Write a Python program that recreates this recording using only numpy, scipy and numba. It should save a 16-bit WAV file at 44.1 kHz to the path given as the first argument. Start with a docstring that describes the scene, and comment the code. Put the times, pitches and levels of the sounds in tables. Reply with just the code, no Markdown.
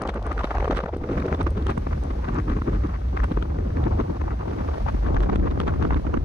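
"""Wind at a car window

Wind streams past a phone held at the open window of a moving car: filtered noise at its two ports.
The cabin throbs at some 50-70 Hz, eddies and gusts buffet both ports, the road hisses behind.
The phone gives both ears the same bass below a falling crossover and limits the peaks."""
import sys
import numpy as np
from scipy import signal
from scipy.fft import rfft, irfft
from scipy.io import wavfile
from scipy.ndimage import uniform_filter1d, minimum_filter1d
from numba import njit

SR = 44100
rng = np.random.default_rng(int(sys.argv[2]) if len(sys.argv) > 2 else 0)


def convert_level_to_amplitude(level_db):
    """Map a level in decibels to its linear amplitude factor."""
    exponent = np.asarray(level_db, float) / 20
    return 10 ** exponent


def wrap_up_sound(samples):
    """Save the sound to the file named by the first command line argument, as 16-bit audio."""
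    columns = np.atleast_2d(samples).T
    # keep every value between -1 and 1, then stretch to whole-number steps
    tamed = np.clip(columns, -1, 1)
    steps = np.round(tamed * 32767).astype(np.int16)
    wavfile.write(sys.argv[1], SR, steps)


N = 275184
T = np.arange(N) / SR
HZ = np.arange(N // 2 + 1) * SR / N + 1  # 1 Hz up, so that its log is finite

# level of the left port over the right: freq_hz, left_over_right_db
LEFT_OVER_RIGHT = [(60, 3), (110, 0.5), (200, -0.5), (380, 2.5), (700, 0), (1290, 1), (2380, 2), (4400, 4),
                   (8120, 5), (15000, -3.5)]


def shape(points):
    """Gain at every frequency from (Hz, dB) points."""
    hz, db = np.transpose(points)
    return convert_level_to_amplitude(np.interp(np.log(HZ), np.log(hz), db))


def track(points):
    """Value at every sample from (s, value) points."""
    return np.interp(T, *np.transpose(points))


def unit(x):
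    """Scale to rms 1."""
    return x / np.sqrt(np.mean(x ** 2))


def walk(rate_hz):
    """Random levels held for 1 / rate_hz and slewed twice; rms 1."""
    hold = int(SR / rate_hz)
    held = np.repeat(rng.standard_normal(N // hold + 1), hold)
    return unit(uniform_filter1d(uniform_filter1d(held, hold), hold)[:N])


def port_walks(rate_hz):
    """An independent walk for each port."""
    return np.array([walk(rate_hz), walk(rate_hz)])


@njit
def svf(x, hz, damp):
    """State-variable filter with a moving centre: rows low, band, high."""
    y = np.empty((3, len(x)))
    band_state, low_state = 0., 0.
    for i in range(len(x)):
        g = np.tan(np.pi * hz[i] / SR)
        band = (band_state + g * (x[i] - low_state)) / (1 + g * (g + damp))
        low = low_state + g * band
        y[0, i] = low
        y[1, i] = damp * band
        y[2, i] = x[i] - damp * band - low
        band_state = 2 * band - band_state
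        low_state = 2 * low - low_state
    return y


def steady(x, even):
    """Divide out the chance swelling of noise at each port, fully at even = 1; rms 1."""
    envelope = np.abs(signal.hilbert(x))
    return unit(x / (envelope + 0.16 * envelope.mean()) ** even)


def lagged(x, share):
    """A share of the left port's power reaches the right port a moment later."""
    lag_s = 0.00048
    late = np.roll(x[0], int(lag_s * SR))
    return np.array([x[0], np.sqrt(share) * late + np.sqrt(1 - share) * x[1]])


def ports(gain, colour):
    """Noise under one gain per port, partly alike and partly opposed between the ports."""
    # opposed noise between the ports: freq_hz, opposed_over_alike_db
    opposed_points = [(30, -17), (70, -11), (150, -5), (330, 0), (500, 7), (750, 8), (1250, 0), (2400, -1),
                      (5000, 1), (15000, -1)]
    swept = 0.55  # power share from eddies that sweep past the right port first
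    a, b = rng.standard_normal((2, N))
    alike = rfft(a * gain) * colour
    own = rfft(b * gain) * colour
    # -1j: a quarter cycle between alike and opposed, so the left port lags
    opposed = (np.sqrt(1 - swept) * own - 1j * np.sqrt(swept) * alike) * shape(opposed_points)
    tilt = np.sqrt(shape(LEFT_OVER_RIGHT))
    left = (alike[0] + opposed[0]) * tilt
    right = (alike[1] - opposed[1]) / tilt
    return irfft(np.array([left, right]), N)


def hiss():
    """Tyres and slipstream: smooth coloured noise, a little of it reaching the left port first."""
    # spectrum: freq_hz, relative_db
    spectrum = [(710, -11), (1200, -4), (2910, -15), (6050, -21), (7670, -32), (10000, -29), (11100, -33.5),
                (11700, -70.5), (12500, -65), (13300, -28.5), (14000, -32), (14800, -41), (15800, -57)]
    # level: time_s, level_db
    level = [(0, -54.5), (.75, -52), (.9, -60), (1.15, -52), (5, -52), (6.24, -54)]
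    noise = lagged(rng.standard_normal((2, N)), 0.05) * convert_level_to_amplitude(1.5 * walk(3.8))
    colour = shape(spectrum) * np.sqrt(shape(LEFT_OVER_RIGHT)) ** np.array([[1], [-1]])
    return convert_level_to_amplitude(track(level)) * unit(irfft(rfft(noise) * colour, N))


def throb():
    """Cabin air swings at a wandering pitch; the phone's gain control holds its size evener than noise."""
    # swells and collapses: time_s, level_db
    level = [(0.0, -32), (0.28, -27), (0.29, -28), (0.52, -31), (0.62, -23), (0.8, -30), (0.83, -35),
             (1.01, -29), (1.06, -34.5), (1.2, -28.5), (1.29, -43), (1.32, -22.5), (1.39, -29.5),
             (1.44, -19), (1.56, -27), (1.65, -22), (1.88, -28.5), (1.91, -22), (2.14, -28.5),
             (2.36, -27.5), (2.41, -20.5), (2.45, -32), (2.5, -23), (2.59, -26), (2.85, -23), (2.9, -30),
             (3.14, -23), (3.18, -30), (3.23, -18.5), (3.28, -27.5), (3.32, -26.5), (3.44, -24),
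             (3.46, -28.5), (3.6, -23), (4.0, -22.5), (4.17, -36), (4.22, -24), (4.33, -25), (4.36, -29),
             (4.38, -30), (4.74, -25), (4.78, -35), (4.8, -29.5), (4.86, -21), (4.92, -25.5), (5.23, -21),
             (5.3, -34), (5.35, -20.5), (5.68, -24), (5.74, -22), (5.84, -21), (5.87, -33), (5.91, -18.5),
             (6.08, -28.5), (6.14, -25), (6.24, -21.5)]
    # centre of the swing: time_s, pitch_hz
    pitch = [(0, 53.2), (1.0, 50), (1.4, 59.3), (3.8, 64), (5.1, 56.6), (5.7, 66.5), (6.24, 60)]
    wander, damp, even = 0.07, 0.66, 0.62  # wander: rms share of the pitch
    waver_db, waver_hz = 1.3, 22
    pitch_hz = track(pitch) * (1 + wander * walk(5.6))
    noise = ports(np.ones((2, N)), shape([(20, -28), (45, -6.5), (80, -3), (140, -5.5)]))
    swing = [svf(svf(c, pitch_hz, damp)[1], pitch_hz, 3 * damp)[1] for c in noise]
    swing = steady(np.array(swing), even)
    colour = shape([(15, -20), (27, -18), (40, 4), (95, -4), (170, -6.5)])
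    cabin = unit(irfft(rfft(swing) * colour, N))
    return convert_level_to_amplitude(track(level) + waver_db * walk(waver_hz)) * cabin


def flurry(rate_hz, ms, spread_db):
    """Small eddies arrive at random as short swells of their own size; log level, mean 0, rms 1."""
    count = int(rate_hz * N / SR)
    when, size = rng.random(count), rng.exponential(1, count)
    hits = np.bincount((when * N).astype(int), convert_level_to_amplitude(2 * spread_db * np.minimum(size, 2.2)), N)
    swell = signal.fftconvolve(hits, np.hanning(int(ms * SR / 1000)), "same")
    log_level = np.log(np.abs(swell) + 0.09 * swell.mean())
    return unit(log_level - log_level.mean())


def eddies(spectrum, centres_hz, gust, gust_db, own_db, port_db, rate_hz, grow):
    """Octave bands swell with the shared gust, deeper in the treble, and flicker alone and by port."""
    out = 0
    for hz in centres_hz:
        band = np.cos(np.pi / 2 * np.clip(np.log2(HZ / hz), -1, 1))
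        depth_db = gust_db * (hz / centres_hz[0]) ** grow
        gain = convert_level_to_amplitude(depth_db * gust + own_db * walk(rate_hz) + port_db * port_walks(rate_hz))
        out = out + ports(unit(gain), shape(spectrum) * band)
    return out / np.sqrt(np.mean(out.mean(0) ** 2))  # the mono mix has rms 1


def stream():
    """The steady wind: big and small eddies under one flurry of gusts."""
    # levels: time_s, big_eddies_db, small_eddies_db
    wind = [(0.0, -41, -41), (0.28, -42, -44.5), (0.38, -49, -42.5), (0.66, -53, -50), (0.87, -47, -43),
            (0.99, -38.5, -48.5), (1.25, -33.5, -38.5), (1.46, -37.5, -47.5), (2.17, -35.5, -45.5),
            (2.55, -37, -49.5), (3.04, -41, -46), (3.54, -33, -46.5), (3.94, -34, -42.5), (4.17, -38, -45),
            (4.38, -37.5, -46), (4.73, -37, -40), (5.0, -36.5, -45), (5.3, -27, -37.5), (5.6, -30.5, -44),
            (6.03, -34, -47.5), (6.24, -32.5, -44.5)]
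    # big-eddy spectrum: freq_hz, relative_db_per_hz
    big_spectrum = [(41, -48), (70, -2), (140, -10), (327, -13), (476, -23.5), (583, -29), (700, -34.5),
                    (910, -45.5), (1540, -120)]
    # small-eddy spectrum: freq_hz, relative_db_per_hz
    small_spectrum = [(210, -32), (350, -9), (479, -7.5), (600, -10), (1180, -14), (2020, -27.5),
                      (2950, -37), (5590, -46.5), (7000, -52.5), (9100, -80), (15400, -120)]
    s, *columns = np.transpose(wind)
    big_db, small_db = (np.interp(T, s, c) for c in columns)
    gust = flurry(80, 14.8, 4.3)
    big = eddies(big_spectrum, [110, 220, 440], gust,
                 gust_db=2.66, own_db=0.8, port_db=0.93, rate_hz=40, grow=0.076)
    small = eddies(small_spectrum, [440, 880, 1760, 3520, 7040], gust,
                   gust_db=3.2, own_db=3.4, port_db=2.36, rate_hz=120, grow=0.14)
    return convert_level_to_amplitude(big_db) * big + convert_level_to_amplitude(small_db) * small


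def ticks():
    """Sharp eddies: a millisecond of noise, bare and through the port's ring, mostly on the right."""
    # sharp eddies: start_s, relative_db
    eddy_rows = [(0.0202, -41.5), (0.0732, -50), (0.143, -52), (0.2269, -52), (0.2661, -50.5),
                 (0.327, -51.5), (0.7248, -53), (0.7731, -41), (0.9696, -51.5), (1.132, -56), (1.264, -55),
                 (1.4292, -51), (1.505, -48.5), (1.5708, -61), (1.6676, -46), (1.705, -48), (1.779, -49.5),
                 (2.0366, -50.5), (2.3452, -50.5), (2.4, -53), (2.871, -53), (3.2407, -46.5),
                 (5.229, -49.5), (5.5088, -60)]
    port_hz, port_t60_s, edge_db = 8700, 0.0097, 8.5
    n = int(0.0012 * SR)
    gain = np.zeros(N)
    for s, db in eddy_rows:
        start = int(s * SR)
        gain[start:start + n] += convert_level_to_amplitude(db) * np.hanning(n)
    burst = gain * rng.standard_normal(N)
    pole = np.exp(2j * np.pi * port_hz / SR - np.log(1000) / (port_t60_s * SR))
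    ring = signal.lfilter([1], [1, -pole], burst).imag
    colour = shape([(1500, -18.5), (3000, 18.5), (7000, 6), (11000, -35), (13000, -32.5)])
    edge = irfft(rfft(burst) * colour, N)
    return convert_level_to_amplitude([[-22], [-4]]) * (ring + convert_level_to_amplitude(edge_db) * edge)


def weak_puffs():
    """Rows like the gust table for weaker gusts, at random moments and with scattered sizes."""
    per_s, level_db, thump_db, edge_db, length_ms, spread_db = 3, -30.5, 5, -23, 20, 1
    count = int(per_s * N / SR)
    when_s = rng.random(count) * N / SR
    chance = rng.standard_normal((count, 4))
    db = np.array([level_db, thump_db, edge_db]) + spread_db * chance[:, :3]
    ms = length_ms * convert_level_to_amplitude(spread_db * chance[:, 3])
    return list(np.column_stack([when_s, db, ms]))


def snaps(gust_power, per_s=450, db=-7, spread_db=3.5, ms=2.43):
    """Inside a gust, tiny eddies burst on one port or the other as dry snaps."""
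    when, size, port = rng.random((int(per_s * N / SR), 3)).T
    hits = np.zeros((2, N))
    hits[(2 * port).astype(int), (when * N).astype(int)] = convert_level_to_amplitude(db - spread_db * np.log(size + 0.029))
    swell = signal.fftconvolve(hits, np.hanning(int(ms * SR / 1000))[None], "same")
    noise = swell * np.sqrt(gust_power) * rng.standard_normal((2, N))
    colour = shape([(700, -19), (1150, 9), (2000, -3.5), (4000, -24),
                    (6500, -26.5), (9000, -66), (12000, -48)])
    return irfft(rfft(lagged(noise, 0.13)) * unit(colour), N)


def ringing(x):
    """Add a broad moving resonance to both ports."""
    # ring of the middle-sized eddies: time_s, centre_hz, ring_over_noise_db
    ring_rows = [(0, 1234, -9.5), (.45, 1150, -2), (.68, 520, 8.5), (.78, 476, -3), (1.0, 476, 5),
                 (1.399, 630, -3), (2.3, 1125, -3.5), (3.3, 1004, -5), (4.9, 830, 3), (6.24, 955, -4)]
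    s, hz, db = np.transpose(ring_rows)
    centre_hz = np.interp(T, s, hz)
    ring = unit(np.array([svf(c, centre_hz, 0.49)[1] for c in x]))
    return x + convert_level_to_amplitude(np.interp(T, s, db)) * ring


def puffs():
    """Gusts: ragged swells in three sizes of eddy with a sharp core, a little apart at the ports."""
    # sudden gusts: centre_s, relative_db, thump_over_that_db, edge_over_that_db, length_ms
    gust_rows = [(0.021, -24.5, -3, -27, 15), (0.036, -19, -9, -31, 2.8), (0.055, -20, -3, -34, 9.1),
                 (0.076, -24, -8, -2, 3.8), (0.093, -15.5, -5.5, -11, 11), (0.14, -30, -13, -27, 14),
                 (0.174, -27, 2.5, -24, 5.8), (0.265, -24.5, -10.5, -31, 27.5), (0.316, -20.5, -9, -22, 19),
                 (0.38, -23, -13, -17, 8.7), (0.394, -22.5, -8.5, -11, 12), (0.41, -25, -12, -14, 23),
                 (0.444, 9, 0, -13, 4.1), (0.475, -26, -11, -23, 7.5), (0.513, -21, -12, -14, 15.4),
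                 (0.553, -22, -12, -28, 20), (0.57, -24, 0, -19, 6.9), (0.584, -17.5, -6, -14.5, 4.4),
                 (0.604, -24, -4, -17, 11), (0.627, -22, -10, -23, 14), (0.645, -21, -13.5, -10, 8.4),
                 (0.656, -18.5, -17, -27, 5), (0.679, -6, -13, -16.5, 4.7), (0.701, -9.5, 15, -19, 4.5),
                 (0.71, -11.5, -18.5, -5.5, 5.4), (0.727, -17.5, -6.5, -23, 14.4),
                 (0.75, -25, -3.5, -13, 8.4), (0.773, -11, -1.5, -4.5, 8.5), (0.791, -17.5, -24, -32, 4.1),
                 (0.806, -21.5, -19, -13, 8), (0.832, -32, -2, -15, 3), (0.84, -22, 1, -20, 8.7),
                 (0.861, -17, -4.5, -30, 4), (0.935, -21.5, -11, -37, 9), (0.966, -26.5, 7, -26, 3.7),
                 (1.022, -41, 18.5, -27, 12), (1.092, -24.5, 1, -13, 6.5), (1.117, -28.5, 10.5, -7, 16),
                 (1.178, -24.5, 7, -25, 27), (1.201, -23, 3, -13, 9.4), (1.222, -23, 4.5, -34, 7.4),
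                 (1.259, -23, 5.5, -17, 14), (1.326, -19, 0.5, -19, 18), (1.348, -27.5, 2.5, -5.5, 8.9),
                 (1.411, -21, -0.5, -15.5, 19), (1.47, -21.5, 4, -16.5, 9.8), (1.578, -28.5, 7.5, -9, 28.5),
                 (1.625, -32.5, 8.5, -10, 18), (1.668, -26.5, 5, -10, 6.7), (1.7, -19.5, 1.5, -9.5, 28),
                 (1.779, -19.5, 8.5, -20, 6.2), (1.871, -19.5, 4, -20, 4.6), (1.93, -25, -2, -13.5, 9.7),
                 (2.108, -27.5, 3.5, -18, 11.3), (2.247, -27.5, -6, -20, 21), (2.287, -21, 1, -25, 16),
                 (2.335, -32, 8, -23, 37), (2.36, -28, -1, -23, 35), (2.387, -22.5, 2, -30, 28),
                 (2.5, -25.5, 6, -10, 14), (2.52, -29, 7.5, -19, 41), (2.57, -25.5, 9, -28, 13),
                 (2.588, -26, 2, -25, 7.6), (2.62, -26, 9.5, -24, 3.9), (2.684, -21, 13, -28, 15.5),
                 (2.714, -45, -14, -25, 5), (2.743, -31.5, 8, -13, 53), (2.852, -28, 9.5, -28, 26),
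                 (2.94, -31, -11, -17, 39), (2.962, -36.5, -4, -21, 22), (3.173, -22, -16, -13.5, 16),
                 (3.203, -29, -1, -27, 7.2), (3.241, -18, -2, -14, 13.5), (3.318, -18.5, 11.5, -8, 8.2),
                 (3.375, -20, 6.5, -33, 6.7), (3.426, -27, 8, -11, 9), (3.5, -35, 12, -29, 10.6),
                 (3.59, -29, 11, -21, 6.6), (3.705, -37.5, 14.5, -25, 10), (3.77, -31, 8.5, -32, 14),
                 (3.802, -38.5, 18, -30, 13), (3.84, -40, -3, 10, 2.6), (3.869, -19, 10.5, -45, 15.4),
                 (4.003, -19, 8.5, -15, 20), (4.08, -30, -2, -32, 7), (4.101, -37, 20, -37, 23.4),
                 (4.215, -21, -33, -29, 8.9), (4.282, -27, -29, -30, 15), (4.315, -30.5, 0, -27, 32),
                 (4.41, -31, 0, -28, 31), (4.48, -26, 6.5, -17, 10.6), (4.688, -25, 2, -41, 9),
                 (4.866, -18, -15, -29, 4.8), (4.887, -18, -11, -26, 15), (4.9, -35, 3, -30, 6.1),
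                 (4.948, -34.5, 17.5, -19, 12), (5.067, -27, 3, -15, 49), (5.087, -18.5, -5, -27, 3.3),
                 (5.106, -29, 12.5, -41, 17), (5.146, -21, 8.5, -10.5, 6.1), (5.168, -2, 0, -34, 5.4),
                 (5.205, -27, -7, -9, 8), (5.234, -24, -5.5, -4, 13), (5.297, -20, 5, -20, 12.6),
                 (5.332, -22, 11, -29, 13.6), (5.359, -18.5, 9, -5, 6), (5.46, -25, 10, -25, 9.9),
                 (5.475, -22, 1.5, -20, 10), (5.512, -27, -10, -13, 3.7), (5.555, -33, 5, -25, 13),
                 (5.576, -22.5, 8, -24, 3.3), (5.602, -16, -2, -7, 2), (5.614, -26.5, 5.5, -2.5, 9),
                 (5.682, -11, 0, -13, 10.3), (5.705, -25.5, -25, -30, 7.1), (5.74, -28.5, -2, -26, 13),
                 (5.762, -30, 9.5, -18, 8.4), (5.825, -19, 3.5, -16, 17), (5.853, -22.5, 11, -26, 12),
                 (5.908, -12, -16, -32, 4), (5.927, -8.5, 4.5, -24, 9.1), (5.945, -14.5, -1, -14, 3),
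                 (5.966, -30, 10, -31, 18), (6.072, -28.5, 9, -36, 14.5), (6.145, -28, 8, -25, 23),
                 (6.175, -23, 11, -27, 5.5)]
    lean_left_db, lean_spread_db = 0.5, 2.5  # how much harder a gust strikes the left port
    # thump, middle, edge: share of the length, scatter between ports in s, roundness of the top
    sizes = [(1.0, 0.00027, 1.86), (0.62, 0.00023, 0.92), (0.094, 0.00016, 0.46)]
    # smaller eddies break up faster and deeper: dB, changes a second, evenness
    ragged = [(0.8, 119.6, 0.94), (2.2, 332, 0.57), (4.5, 496.5, 0.27)]
    colours = [[(80, 17), (150, 22), (300, 20), (480, 11), (720, -53.5)],
               [(300, 0), (620, -2.5), (1200, 1), (2800, -19), (4200, -68.5), (7000, -61)],
               [(2200, -10.5), (3200, -4.5), (6500, -29), (9000, -29), (12000, -40), (15000, -53)]]

    gusts = gust_rows + weak_puffs()
    power = np.zeros((3, 2, N))
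    chance = rng.standard_normal((len(gusts), 3))
    for (s, db, thump_db, edge_db, ms), (*late, lean) in zip(gusts, chance):
        pan_db = lean_left_db + lean_spread_db * lean
        near = slice(max(int((s - .06) * SR), 0), int((s + .06) * SR))
        for k, rel_db in enumerate([thump_db, 0, edge_db]):
            stretch, scatter_s, roundness = sizes[k]
            half_s = stretch * max(ms, 2) / 2000  # the swell is 6.54 dB down here
            for c in range(2):
                away = np.abs(T[near] - s - scatter_s * late[c]) / half_s
                power[k, c, near] += convert_level_to_amplitude(2 * (db + rel_db - c * pan_db - 6.54 * away ** roundness))
    # no swell turns faster than about a millisecond
    power = np.maximum(uniform_filter1d(uniform_filter1d(power, 40), 40), 0)

    thump, middle, edge = [ports(np.ones((2, N)), shape(c)) for c in colours]
    noises = [thump, ringing(unit(middle)), lagged(edge, 0.2)]
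    buffets = 0
    for p, noise, (db, rate_hz, even) in zip(power, noises, ragged):
        buffets = buffets + np.sqrt(p) * convert_level_to_amplitude(db * port_walks(rate_hz)) * steady(noise, even)
    return snaps(power[1]) + convert_level_to_amplitude(-4) * buffets


def scene():
    """All of the wind at the two ports."""
    return hiss() + throb() + stream() + ticks() + puffs()


def roll_off(x):
    """The treble ends steeply here."""
    return signal.sosfilt(signal.butter(12, 15940, fs=SR, output="sos"), x)


def record(dry):
    """The left port feeds both ears below the crossover; one look-ahead limiter holds the peaks."""
    # crossover: time_s, crossover_hz
    crossover = [(0, 1220), (.9, 880), (1.8, 383), (3.9, 286), (4.8, 113), (5.4, 35), (6.24, 25)]
    wobble_db, ceiling_db, hold = 1.3, -12.2, int(0.0028 * SR)
    hz = track(crossover) * convert_level_to_amplitude(wobble_db * walk(12))
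    mid, side = (dry[0] + dry[1]) / 2, (dry[0] - dry[1]) / 2
    high = side
    for damp in (.77, 1.85):  # run forwards and backwards, so the crossover shifts no phase
        forwards = svf(high, hz, damp)[2]
        high = svf(forwards[::-1].copy(), hz[::-1].copy(), damp)[2][::-1].copy()
    low = side - high
    mix = np.array([mid + low + high, mid + low - high])
    room = np.minimum(convert_level_to_amplitude(ceiling_db) / (np.abs(mix).max(0) + 1e-9), 1)
    mix = mix * uniform_filter1d(minimum_filter1d(room, 2 * hold), hold)
    return roll_off(mix)


dry = scene()
out = record(dry)
wrap_up_sound(out)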